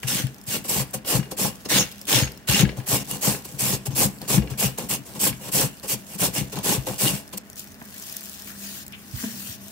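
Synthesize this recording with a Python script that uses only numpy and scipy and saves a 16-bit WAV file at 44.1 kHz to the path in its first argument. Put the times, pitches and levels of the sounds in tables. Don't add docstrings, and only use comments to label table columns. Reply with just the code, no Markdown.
import sys
import numpy as np
from scipy import signal
from scipy.fft import rfft, irfft, next_fast_len
from scipy.io import wavfile
from scipy.ndimage import uniform_filter1d, minimum_filter1d

SR = 44100
rng = np.random.default_rng(int(sys.argv[2]) if len(sys.argv) > 2 else 0)


def output_pcm(signal):
    pcm = np.clip(np.atleast_2d(signal).T, -1, 1) * 32767
    wavfile.write(sys.argv[1], SR, np.round(pcm).astype(np.int16))


def ratio_of_db(decibels):
    return 10 ** (np.asarray(decibels, float) / 20)


N = 428211

# (frequency [Hz], level per Hz [dB])
AIR = [(35, 0), (60, 8.5), (145, -1), (206, 6.5), (521, -10.5), (642, -7.5), (1100, -11.5), (1700, -9.5),
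       (2530, -15.5), (5450, -31), (15500, -46)]
# (frequency [Hz], width [Hz], level [dB])
DRONE = [(129, 11.4, -14), (199.2, 1.3, 0), (231, 5, -11)]
# (frequency [Hz], width [Hz], level [dB])
WHINE = [(619, 1.5, -2), (667.5, 1.5, 0)]
# (time [s], drone level [dB], whine level [dB])
APPLIANCE = [(0, -51, -70), (7.2, -59, -58), (7.75, -51, -68), (8.3, -61, -63), (8.45, -54, -63),
             (8.75, -50, -63), (9.0, -48, -81), (9.3, -40.5, -67), (9.71, -49, -66)]
# (start [s], end [s], level [dB], frequency [Hz], width [Hz])
WALLOW = (8.55, 9.15, -55, 95, 45)

# (time [s], level [dB])
CRINKLE = [(0.0, -29), (0.21, -39), (0.54, -31), (0.64, -34), (1.1, -37), (1.91, -26.5), (2.59, -44),
           (3.07, -22.5), (4.01, -36), (5.52, -31), (5.83, -30.5), (6.97, -22.5), (7.45, -36)]
# (frequency [Hz], level per Hz [dB])
RUSTLE = [(1470, -42), (2500, 2), (2850, 2.5), (4430, 3.5), (5880, 5), (6390, 6), (9010, 2.5), (13900, 5.5),
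          (15500, 4)]
# (time [s], peak [dB], centre frequency [Hz])
GLOVE_SNAPS = [(0.0323, -24, 3100), (0.269, -24, 3160), (0.3446, -32, 5380), (0.3834, -34, 6230),
               (0.414, -30.5, 5420), (0.439, -33, 7400), (0.9094, -31, 11100), (1.0164, -47, 3910),
               (1.0345, -52, 5280), (1.0475, -35, 11400), (1.916, -25, 3770), (1.924, -28.5, 5070),
               (2.0144, -23, 5270), (2.0537, -27, 3390), (2.319, -26, 4750), (2.375, -29.5, 5300),
               (2.7716, -28, 7140), (3.1124, -11, 9000), (3.1353, -42, 6300), (3.523, -30, 7400),
               (4.1854, -32, 4610), (4.2166, -20, 4460), (4.4952, -46, 7590), (4.7084, -41, 5330),
               (4.7855, -13.5, 7620), (5.7704, -34, 5000), (5.798, -29, 4230), (5.8714, -34, 8490),
               (6.5296, -24, 5350), (6.557, -20, 3980), (6.5884, -17, 3290), (6.9431, -23, 8500),
               (6.974, -33, 8100), (7.278, -30, 5380), (7.3914, -47, 4420)]
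# (time [s], peak [dB], centre frequency [Hz])
BOWL_SNAPS = [(7.4684, -57, 8210), (7.4999, -25, 7120), (7.5305, -29, 5720), (7.558, -28, 6380),
              (7.5777, -26, 5450), (7.5953, -17.5, 7320), (7.6425, -29, 11300), (7.6735, -32, 5620),
              (7.72, -32, 6440), (7.7433, -31, 4860), (7.8244, -32, 13800), (7.854, -29, 8170),
              (7.8814, -38, 8060), (7.9049, -34.5, 8290), (7.9423, -27, 13500), (7.9807, -23, 13300),
              (7.9977, -24, 7500), (8.0245, -24, 6290), (8.083, -34, 6990), (8.097, -22, 5350),
              (8.1254, -19, 14000), (8.1664, -16.5, 10300), (8.168, -17.5, 6200), (8.2082, -24, 13000),
              (8.238, -23, 7260), (8.2955, -21, 9450), (8.3494, -30, 5550), (8.4207, -25, 5380),
              (8.4627, -32, 13200), (8.5074, -37, 5410), (8.865, -25, 7390), (8.88, -24, 13350),
              (8.9236, -29.5, 5400), (9.0808, -34, 5440), (9.1122, -30.5, 5380), (9.1734, -23, 13900),
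              (9.1945, -35, 6410), (9.6824, -26, 6560)]
SNAP_DB, SNAP_NOISE_S, SNAP_TONE_S = 7.5, 0.014, 0.0067

# (time [s], level [dB], t60 [s], jolt of the frame [dB])
LANDINGS = [(0.023, -40.5, 0.52, 1.5), (0.411, -59, 0.075, -16), (0.638, -33.5, 0.21, -5),
            (0.932, -24, 0.097, -9.5), (1.308, -32, 0.072, -3), (1.647, -38, 0.055, 4),
            (2.006, -42.5, 0.045, -8.5), (2.995, -34.5, 0.19, -2), (3.032, -61, 0.3, -6),
            (3.173, -44.5, 0.33, -1), (3.442, -34, 0.085, -8.5), (3.9, -43.5, 0.54, 1.5),
            (3.854, -25.5, 0.066, -9.5), (4.207, -44.5, 0.46, 3.5), (4.496, -38, 0.19, -1),
            (4.996, -55.5, 0.3, -7), (5.147, -37.5, 0.25, -1.5), (5.795, -57, 0.024, -7),
            (5.826, -37.5, 0.45, -0.5), (6.517, -37, 0.35, 0.5), (6.862, -29, 0.34, -2.5),
            (7.324, -35, 0.088, -1.5), (7.37, -27, 0.0056, -23)]
LAND_S, STAY_S = 0.0081, 0.013
# (start [s], rise [s], length [s], bite [dB], plate ring over the tearing [dB])
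CUTS = [(0.068, 0.012, 0.097, -25.5, -3.5), (0.462, 0.07, 0.084, -24.5, -7.5),
        (0.678, 0.02, 0.13, -24, -9.5), (1.054, 0.053, 0.099, -22.5, -8), (1.366, 0.039, 0.084, -23, -8),
        (1.686, 0.031, 0.1, -22, 0.3), (2.067, 0.055, 0.09, -21, 0.5), (2.471, 0.019, 0.14, -25, 2.5),
        (2.861, 0.055, 0.086, -20, -10.5), (3.209, 0.038, 0.067, -20.5, -11.5),
        (3.585, 0.017, 0.15, -23.5, -9.5), (3.947, 0.052, 0.087, -17.5, -12.5),
        (4.274, 0.032, 0.061, -20.5, -9.5), (4.574, 0.041, 0.062, -21, -9),
        (4.885, 0.027, 0.053, -22.5, -11), (5.189, 0.048, 0.09, -19, -11.5),
        (5.514, 0.039, 0.1, -19.5, -11), (5.874, 0.027, 0.058, -21.5, -13.5),
        (6.18, 0.048, 0.073, -19, -11), (6.328, 0.031, 0.05, -25, -7.5), (6.629, 0.031, 0.1, -22, -6.5),
        (6.978, 0.047, 0.079, -20, -9), (7.114, 0.002, 0.018, -30.5, -8)]
LET_GO_S = [0.16, 0.097, 0.063, 0.088, .11, 0.11, 0.17, 0.057, 0.1, 0.19, 0.072, 0.085, 0.12, 0.12, 0.068,
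            0.061, 0.12, 0.047, 0.072, 0.1, .11, 0.22, 0.17]
GRIP_DB = [-1, -0.5, 2, 2.5, 2, 0.9, 0.8, 0.8, 1.2, 3, 1, 1.5, 3.5, 1, -2, -1, 0.2, -2.5, 2.5, 1.5, 2, 0.5,
           1.5]
# (start [s], swell [s], level [dB], t60 [s], jolt of the frame [dB])
RETURNS = [(1.044, 0.014, -40, 0.6, 15), (2.756, 0.025, -42.5, 0.25, 4.5), (3.068, 0.038, -31, 0.9, -5),
           (3.472, 0.012, -42, 1, -6), (4.774, 0.0089, -31, 0.36, -1.5), (5.045, 0.022, -41.5, 1, -6.5),
           (5.382, 0.11, -34, 0.067, -3.5), (6.05, 0.11, -35.5, 0.026, -8), (6.547, 0.022, -38, 0.24, 5.5)]
DIG_IN = 0.78
SAG_DB, LET_GO_BEND = -1.8, 1.766
TRAIL_DB, TRAIL_S = -21, 0.85
LINGER_DB, LINGER_S = -55, 0.15
BUZZ_DB, SHUDDER_DB, BUZZ_PER_RING = -8.5, -11, 0.37
RING_GROWS_DB, BUZZ_GROWS_DB, SHUDDER_GROWS_DB = 6, 5.5, 1.5
LIGHT_RING_DB, RING_PER_JOLT, LIGHT_SHUDDER_DB, SHUDDER_PER_JOLT = -3, 0.87, 0.5, 1.23
LESS_BUZZ_UNTIL_S, LESS_BUZZ_DB = 0.537, -4.5

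# (frequency [Hz], level per Hz [dB])
TEAR = [(900, -47), (1500, -28.5), (2500, -8.5), (3580, -15), (4680, -7.5), (6900, -6.5), (7510, -0.5),
        (9080, -4), (13200, -4.5), (15500, -6.5)]
# (frequency [Hz], level per Hz [dB])
PLATE_BODY = [(500, -38), (1100, -10), (1500, -4), (2500, -0.5), (3500, 0.5), (4500, -2), (8000, -10)]
# (frequency [Hz], width [Hz], level [dB])
PLATE = [(1623, 160, -14), (2114, 190, -7), (2737, 150, -2.5), (2886, 75, 1), (3250, 74, -5),
         (4260, 420, -9), (5380, 330, -3), (6560, 350, -1.5), (7180, 40, -6.5), (8210, 150, -12)]
# (frequency [Hz], width [Hz], level [dB])
FRAME = [(277.2, 46.4, 1.5), (423, 107, -1), (514, 35.6, 5), (716, 275, -3.5), (845, 95, 1.5),
         (1022, 250, -7)]
# (frequency [Hz], width [Hz], level [dB])
BOARD = [(55.3, 11, -7), (124.2, 24.6, 0.5), (192, 65, 5.5), (255, 175, -3)]
CALM_DB = -29

# (time [s], peak [dB])
TICKS = [(0.032, -21), (0.27, -30.5), (0.945, -33), (0.985, -38), (1.652, -39), (1.1954, -27),
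         (1.229, -27.5), (1.2554, -35), (2.2324, -20), (2.2736, -23), (2.6514, -20.5), (2.691, -21),
         (2.7994, -31), (3.3475, -27), (4.379, -22), (4.421, -28), (4.4737, -30), (4.4935, -35),
         (4.515, -36), (4.536, -33), (5.327, -28)]
# (frequency [Hz], width [Hz], level [dB])
LOOSE_PLATE = [(1670, 42, -8), (1850, 200, -11), (2300, 1600, -12), (2860, 28, -5), (4290, 300, -14),
               (5350, 45, -10)]
# (time [s], peak [dB])
PINGS = [(0.938, -29), (1.065, -36), (1.115, -29), (1.315, -32.5), (1.44, -28), (4.212, -35),
         (4.782, -22.5), (4.81, -41), (5.55, -27), (5.6, -31), (6.868, -29), (6.905, -30.5)]
# (frequency [Hz], width [Hz], level [dB])
FREE_FRAME = [(519, 10, 5.5), (753, 39, -7), (926, 45, -11)]
# (time [s], peak [dB])
BOWL_KNOCKS = [
    (7.814, -40),
    (9.237, -39),
]
# (frequency [Hz], width [Hz], level [dB])
BOWL = [(210, 6.8, 13), (290, 20, -2), (416, 27, -11), (663, 21, 2), (980, 53, 1.5), (1620, 140, 1),
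        (2600, 900, -10)]

# (time [s], peak [dB], pitch [Hz], cycles to the top)
BUMPS = [(0.041, -24.5, 134, 1.7), (0.154, -25.5, 240, 0.84), (0.235, -17.5, 132, 1.5),
         (0.476, -31.5, 132, 1.3), (0.694, -41, 196, 2.5), (0.76, -27, 181, 1.1), (0.795, -25, 142, 1.7),
         (0.949, -26, 196, 1.5), (1.146, -15, 140, 1.54), (1.188, -13, 167, 1.26), (1.414, -23, 189, 1.8),
         (1.469, -24.5, 183, 1.85), (1.737, -28, 160, 1.3), (1.787, -19.5, 153, 1.3),
         (2.141, -22.5, 124, 2.8), (2.221, -12.5, 130, 0.72), (2.491, -15, 128, 0.91),
         (2.538, -17.5, 190, 1.9), (2.594, -16.5, 141, 1.9), (2.629, -4.5, 170, 1.45),
         (2.776, -26, 122, 1.8), (2.927, -16.5, 142, 1.2), (3.122, -30, 161, 1.4),
         (3.276, -13.5, 173, 1.33), (3.54, -30, 156, 1.4), (3.665, -29, 129, 1.7), (3.733, -19, 144, 1.14),
         (3.876, -21, 129, 1.6), (3.927, -24, 137, 1.4), (4.049, -17, 154, 1.3), (4.225, -32, 180, 1.8),
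         (4.34, -16, 145, 1.3), (4.358, -21, 193, 1.4), (4.374, -6.5, 174, 1.73), (4.513, -23.5, 128, 1.1),
         (4.651, -17, 142, 1.4), (4.8, -33, 220, 2.8), (5.232, -38, 197, 2.4), (5.282, -25, 203, 1.1),
         (5.542, -29, 147, 1.5), (5.634, -21, 140, 1.6), (5.926, -31.5, 139, 1.8), (6.151, -32, 188, 2.7),
         (6.222, -18.5, 163, 1.65), (6.379, -22, 160, 1.2), (6.412, -17, 158, 1), (6.579, -28, 168, 1.8),
         (6.689, -19.5, 195, 2), (6.778, -16.5, 130, 0.78), (6.884, -28, 127, 1.7), (7.044, -22, 157, 1.3)]
# (time [s], peak [dB], pitch [Hz], cycles to the top)
ROCKS = [(0.8, -47, 70, 0.74), (1.429, -37, 97, 1.5), (2.224, -26, 66, 0.61), (2.629, -23.5, 71, 0.57),
         (4.372, -21, 81.6, .9), (4.421, -36, 110, 1.7), (5.297, -28.5, 136, 1.2), (5.29, -43, 66, 0.57),
         (6.249, -37, 85, 0.86), (6.778, -34, 66, 0.64), (7.081, -23, 170, 1.4), (7.061, -26, 330, 2.3),
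         (7.132, -24, 177, 1.6)]
# (time [s], peak [dB], pitch [Hz], cycles to the top, left-right [dB])
BOWL_BUMPS = [(7.343, -31.5, 203, 2.8, 5), (7.82, -37, 210, 1.14, 8), (9.134, -25.5, 113, 1.15, -8),
              (9.234, -21, 235, 2.8, 3), (9.487, -36, 109, 1.6, -2)]
# (frequency [Hz], width [Hz], level [dB])
TABLE = [(42.7, 6, 1), (62.1, 7.6, 8.5), (132, 11, -8), (224.2, 7, -3.5), (330, 13, -31)]
BOARD_PAN_DB = 7
BUMP_LEAD_S, BUMP_SAG = 0.002, 0.063
OVERTONE, OVERTONE_DB = 1.91, -17.5
HARD_SWELL, HARD_STOP = 0.11, 0.26
RATTLE_DB, RATTLE_S = -20.5, 0.41

# (strongest [s], swell [s], ebb [s], rustle [dB], slosh over it [dB])
SWEEPS = [(7.585, 0.055, 0.05, -43.5, -14), (7.66, 0.06, 0.13, -54, -11), (7.85, 0.22, 0.08, -53, -12),
          (8.05, 0.49, 0.6, -44.5, -8), (8.28, 0.28, 0.11, -45, -15), (8.42, 0.024, 0.027, -70, -12),
          (8.475, 0.026, 0.053, -42, -1.5), (8.65, 0.26, 0.18, -40.5, -8.5), (8.78, 0.12, 0.12, -54, -14),
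          (9.06, 0.08, 0.082, -52.5, -10), (9.2, 0.17, 0.13, -38.5, -7.5), (9.36, 0.33, 0.17, -42, -10),
          (9.49, 0.91, 0.063, -40, -8.5), (9.7, 0.33, 0.1, -48, -17)]
SWELL_DB, EBB_DB, STOP_DB_PER_S = 34.5, 5.5, 500
SWEEP_BEND = 1.44
STILL_DB = -60
# (frequency [Hz], level per Hz [dB])
SLOSH = [(400, -3.5), (700, -11), (1100, -1.5), (1900, 7), (2800, -3.5), (4000, -17), (6000, -28)]
# (time [s], level [dB], frequency [Hz], t60 [s])
SQUELCH = (8.921, -41, 2650, .1)

# (frequency [Hz], likeness [-1 to 1])
ALIKE = [(60, .85), (130, .93), (290, .9), (640, .8), (1410, .45), (3100, .15), (6800, .05), (15000, 0)]
# (frequency [Hz], likeness [-1 to 1])
ALIKE_AIR = [(60, -0.27), (180, 1), (550, 0.87), (1650, 0.41), (4970, 0.082), (15000, -0.39)]
# (frequency [Hz], left-right [dB])
LEAN = [(60, 5), (130, 7), (300, 1), (1300, 1), (3000, 2.5), (8000, -.5), (15000, 1)]
# (frequency [Hz], t60 [s])
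KITCHEN = [(150, 0.18), (2000, 0.35), (12000, 0.013)]
TOP_HZ = 15750


def unit(x):
    return x / np.sqrt(np.mean(x ** 2) + 1e-20)


def along(points, hz):
    f, v = np.transpose(points)
    return np.interp(np.log(hz + 1), np.log(f + 1), v)


def curves(tables):
    s, *cols = np.vstack(tables).T
    return [np.interp(np.arange(N) / SR, s, c) for c in cols]


def filtered(x, response):
    m = next_fast_len(N + SR // 2)
    return irfft(rfft(x, m) * response(np.fft.rfftfreq(m, 1 / SR)), m)[..., :N]


def modes(table):
    def response(f):
        total = 0
        for k, (hz, width, db) in enumerate(table):
            total = total + (-1) ** k * ratio_of_db(db) * 1j * f * width / (hz * hz - f * f + 1j * f * width)
        return total
    return response


def shape(points):
    return lambda f: ratio_of_db(along(points, f))


def grit(per_s, spread_db, life_s, alike):
    draw = rng.random((2, N))
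    sizes = (draw[0] < per_s / SR) * ratio_of_db(-spread_db * np.log(draw[1] + 1e-9))
    fade = np.exp(-1 / (life_s * SR))
    noise = signal.lfilter([1], [1, -fade], sizes) * rng.standard_normal((2, N))
    turn = lambda f: np.arccos(np.clip(along(alike, f), -1, 1)) / 2
    mid, side = filtered(noise, lambda f: np.array([np.cos(turn(f)), np.sin(turn(f))]))
    return np.array([mid + side, mid - side])


def patchy(x, depth_db):
    z = signal.stft(x, nperseg=512)[2]
    field = uniform_filter1d(rng.standard_normal(z.shape[1:]), size=7, axis=0)
    field = uniform_filter1d(field, size=8, axis=1)
    return signal.istft(z * ratio_of_db(depth_db * unit(field)), nperseg=512)[1][:, :N]


def kitchen_air():
    air = unit(filtered(grit(22000, 0.7, 0.00081, ALIKE_AIR), shape(AIR)))
    drone_db, whine_db = curves([APPLIANCE])
    hum = grit(12000, .7, 0.0033, ALIKE_AIR)
    drone = ratio_of_db(drone_db) * unit(filtered(hum, modes(DRONE)))
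    whine = ratio_of_db(whine_db) * unit(filtered(hum, modes(WHINE)))
    start, end, db, hz, width = WALLOW
    rocking = np.sin(np.pi * np.clip((np.arange(N) / SR - start) / (end - start), 0, 1)) ** .5
    wallow = ratio_of_db(db) * rocking * unit(filtered(hum, lambda f: modes([(hz, width, 0)])(f) ** 2))
    return ratio_of_db(-48.0) * air + drone + whine + wallow


def glove():
    (level_db,) = curves([CRINKLE])
    grating_time = np.arange(N) / SR < CRINKLE[-1][0]
    crinkle = unit(grit(500, 1.9, .0008, ALIKE_AIR))
    slide = unit(patchy(grit(4200, 1.8, 0.0015, ALIKE_AIR), depth_db=5.0))
    return grating_time * ratio_of_db(level_db - 19.5) * unit(filtered(1.8 * crinkle + slide, shape(RUSTLE)))


def contact():
    t = np.arange(N) / SR
    rows = []
    for (s, rise, held, db, ring_db), t60, grip_db in zip(CUTS, LET_GO_S, GRIP_DB):
        rows.append((s, rise, held, db, t60, ring_db, 1, grip_db))
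    rows += [(s, LAND_S, STAY_S, db, t60, jolt_db, 0, 0) for s, db, t60, jolt_db in LANDINGS]
    rows += [(s, swell, swell, db, t60, jolt_db, 0, 0) for s, swell, db, t60, jolt_db in RETURNS]
    rows = np.array(sorted(rows))
    latest = np.maximum(np.searchsorted(rows[:, 0], t) - 1, 0)
    s, rise, held, db, t60, colour_db, cut, grip_db = rows[latest].T
    u = t - s
    way = np.clip(u / held, 0, 1) - .5
    after = np.maximum(u - held, 0)
    fade = ratio_of_db(-60 * (after / t60) ** np.where(cut, LET_GO_BEND, 1))
    fade += ratio_of_db(np.where(cut, TRAIL_DB - 60 * after / TRAIL_S, LINGER_DB - 60 * after / LINGER_S))
    attack = np.clip(u / rise, 0, 1) ** np.where(cut, DIG_IN, 0.87)
    force = attack * ratio_of_db(db + cut * SAG_DB * way) * fade
    force = minimum_filter1d(-minimum_filter1d(-force, size=401), size=401)
    ring_db = np.where(cut, colour_db + RING_GROWS_DB * way, LIGHT_RING_DB + RING_PER_JOLT * colour_db)
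    buzz_db = np.where(cut, BUZZ_DB + BUZZ_PER_RING * colour_db + BUZZ_GROWS_DB * way, colour_db)
    buzz_db += grip_db + LESS_BUZZ_DB * (t < LESS_BUZZ_UNTIL_S)
    light_shudder_db = LIGHT_SHUDDER_DB + SHUDDER_PER_JOLT * colour_db
    shudder_db = np.where(cut, SHUDDER_DB + SHUDDER_GROWS_DB * way, light_shudder_db)
    levels_db = uniform_filter1d([ring_db, buzz_db, shudder_db], size=600, axis=1)
    return uniform_filter1d(force, size=88), *levels_db


def grating():
    bite, ring_db, buzz_db, shudder_db = contact()
    tear = unit(filtered(grit(9000, 1.4, .0006, ALIKE), shape(TEAR)))
    body = unit(filtered(grit(3000, 2.5, .001, ALIKE), shape(PLATE_BODY)))
    drive = grit(4000, 0.97, 0.0034, ALIKE)
    shake = grit(1500, 1.0, 0.0015, ALIKE)
    ring = filtered(bite * ratio_of_db(ring_db) * drive, modes(PLATE)) / np.std(filtered(drive, modes(PLATE)))
    buzz = filtered(bite * ratio_of_db(buzz_db) * shake, modes(FRAME)) / np.std(filtered(shake, modes(FRAME)))
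    rasp = bite * patchy(tear + ratio_of_db(ring_db - 2.0) * body, depth_db=1.5)
    ring = ratio_of_db(-7.0) * patchy(ring, depth_db=5.0)
    return rasp + ring + ratio_of_db(-1.0) * buzz + board(bite, shudder_db)


def board(bite, shudder_db):
    keep = np.exp(-1 / (0.026 * SR))
    load = signal.lfilter([1 - keep], [1, -keep], bite) * ratio_of_db(shudder_db + 2.0)
    narrow = lambda f: modes(BOARD)(f) / (1 + 1j * f / 260) ** 2
    shudder = unit(filtered(grit(400, 0.68, 0.0021, ALIKE), narrow))
    return np.minimum(load, ratio_of_db(CALM_DB)) * shudder


def knocks(events, body, gain_db, soft_s):
    blows, t = np.zeros((2, N)), np.arange(SR // 100) / SR
    for s, db in events:
        noise = rng.standard_normal(len(t)) + 0.88 * rng.standard_normal((2, len(t)))
        blows[:, round(s * SR):][:, :len(t)] = ratio_of_db(db + gain_db) * np.exp(-t / soft_s) * noise
    return filtered(blows, lambda f: modes(body)(f) / (1 + 1j * f / 3500) ** 2)


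def snaps():
    out, t = np.zeros((2, N + SR)), np.arange(SR // 50) / SR
    rows = GLOVE_SNAPS + BOWL_SNAPS
    noise = np.diff(rng.standard_normal((len(rows), 2, len(t) + 1)))
    for (s, db, hz), hiss in zip(rows, noise):
        burst = 0.19 * hiss * ratio_of_db(-60 * t / SNAP_NOISE_S)
        burst = burst + 0.3 * np.sin(2 * np.pi * hz * t) * ratio_of_db(-60 * t / SNAP_TONE_S)
        out[:, round(s * SR):][:, :len(t)] += ratio_of_db(db + SNAP_DB) * (1 - np.exp(-t / 0.00014)) * burst
    return out[:, :N] * ratio_of_db([[1.5], [-1.5]])


def bumps():
    out, t = np.zeros((2, N + SR)), np.arange(SR // 8) / SR
    rows = [(*b, BOARD_PAN_DB) for b in BUMPS + ROCKS] + BOWL_BUMPS
    for s, db, hz, cycles, pan_db in rows:
        u = t * hz / np.clip(cycles * ratio_of_db(HARD_SWELL * (db + 16.5)), .6, 4)
        late = np.where(u > 1, 1 + (u - 1) * ratio_of_db(HARD_STOP * max(db + 25.5, 0)), u)
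        turn = 2 * np.pi * hz * t * (1 + BUMP_SAG * (1 - u / 2))
        push = (late * np.exp(1 - late)) ** 2.34 * np.sin(turn)
        push += ratio_of_db(OVERTONE_DB) * (u * np.exp(1 - u)) ** 4.0 * np.sin(OVERTONE * turn)
        gains = ratio_of_db([[db - .6 + pan_db / 2], [db - .6 - pan_db / 2]])
        out[:, round((s - BUMP_LEAD_S) * SR):][:, :len(t)] += gains * push
    return filtered(out[:, :N], lambda f: 1 + ratio_of_db(7.5) * modes(TABLE)(f))


def rattle():
    level, t = np.zeros(N + SR), np.arange(SR // 4) / SR
    for s, db, *_ in BUMPS + BOWL_BUMPS:
        fade = ratio_of_db(db + RATTLE_DB - 60 * t / RATTLE_S)
        level[round(s * SR):][:len(t)] += fade * (1 - np.exp(-t / 0.039))
    low = lambda f: (modes(FRAME)(f) + ratio_of_db(1.0) * modes(BOARD)(f)) / (1 + 1j * f / 420) ** 2
    shake = grit(990, 0.93, 0.0045, ALIKE)
    return filtered(level[:N] * shake, low) / np.std(filtered(shake, low))


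def sweeps():
    t = np.arange(N) / SR
    rustle, slosh = np.full((2, N), ratio_of_db(STILL_DB))
    for top, swell_s, ebb_s, db, slosh_db in SWEEPS:
        swell = np.clip((top - t) / swell_s, 0, 1)
        ebb = np.clip((t - top) / ebb_s, 0, 1)
        away = np.clip(np.maximum(top - swell_s - t, t - top - ebb_s), 0, 1)
        move = ratio_of_db(-SWELL_DB * swell ** SWEEP_BEND - EBB_DB * ebb ** SWEEP_BEND - STOP_DB_PER_S * away)
        rustle = np.maximum(rustle, ratio_of_db(db) * move)
        slosh = np.maximum(slosh, ratio_of_db(db + slosh_db) * move)
    return rustle, slosh


def rinsing():
    rustling, sloshing = sweeps()
    t = np.arange(N) / SR
    dryness = np.clip((8.55 - t) / 0.2, .15, .68)
    crackle = unit(filtered(grit(1600, 1.9, .0004, ALIKE_AIR), shape(RUSTLE)))
    slide = unit(patchy(filtered(grit(4300, 1.2, 0.0056, ALIKE_AIR), shape(RUSTLE)), depth_db=2.8))
    slosh = unit(patchy(filtered(grit(1500, 2.5, .002, ALIKE_AIR), shape(SLOSH)), depth_db=3))
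    rustle = np.sqrt(dryness) * crackle + np.sqrt(1 - dryness) * slide
    wet = (t > CRINKLE[-1][0]) * (ratio_of_db(6.0) * rustling * rustle + sloshing * slosh)
    s, db, hz, t60 = SQUELCH
    squeeze = np.clip((t - s) / 0.0051, 0, 1) * ratio_of_db(db - 60 * np.clip(t - s - 0.025, 0, 1) / t60)
    bubbling = filtered(grit(3000, 1.6, 0.002, ALIKE_AIR), lambda f: modes([(hz, 1700, 0)])(f) ** 3)
    return (wet + squeeze * unit(bubbling)) * ratio_of_db([[1.8], [-1.8]])


def walls(x):
    hz, t, z = signal.stft(rng.standard_normal((2, SR // 3)), SR, nperseg=256)
    tail = signal.istft(z * ratio_of_db(-60 * t / along(KITCHEN, hz)[:, None]), SR, nperseg=256)[1]
    return signal.fftconvolve(x, tail / np.linalg.norm(tail[0]), axes=1)[:, :N]


def scene():
    sides = np.array([[.5], [-.5]])
    lead = lambda f, s: np.exp(2j * np.pi * f * s * sides)
    ticks = knocks(TICKS, LOOSE_PLATE, gain_db=17.0, soft_s=0.0063)
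    pings = knocks(PINGS, FREE_FRAME, gain_db=24.0, soft_s=0.0092)
    bowl = knocks(BOWL_KNOCKS, BOWL, gain_db=24.0, soft_s=0.0039)
    grater = filtered(grating() + ticks + pings, lambda f: ratio_of_db(sides * along(LEAN, f)) * lead(f, .00005))
    basin = filtered(bowl + rinsing() + snaps() + kitchen_air(), lambda f: lead(f, 0.00017))
    near = grater + bumps() + rattle() + glove() + basin
    return near + ratio_of_db(-14) * walls(near)


def band_limit(x):
    return signal.sosfilt(signal.butter(12, 16820, fs=SR, output="sos"), x)


def record(dry):
    band = lambda f: np.where(f < TOP_HZ, 1, ratio_of_db(-55)) * (1j * f / (26 + 1j * f)) ** 4
    rounded = dry / (1 + np.abs(dry / .97) ** 6) ** (1 / 6)
    return band_limit(filtered(rounded, band))


dry = scene()
out = record(dry)
output_pcm(out)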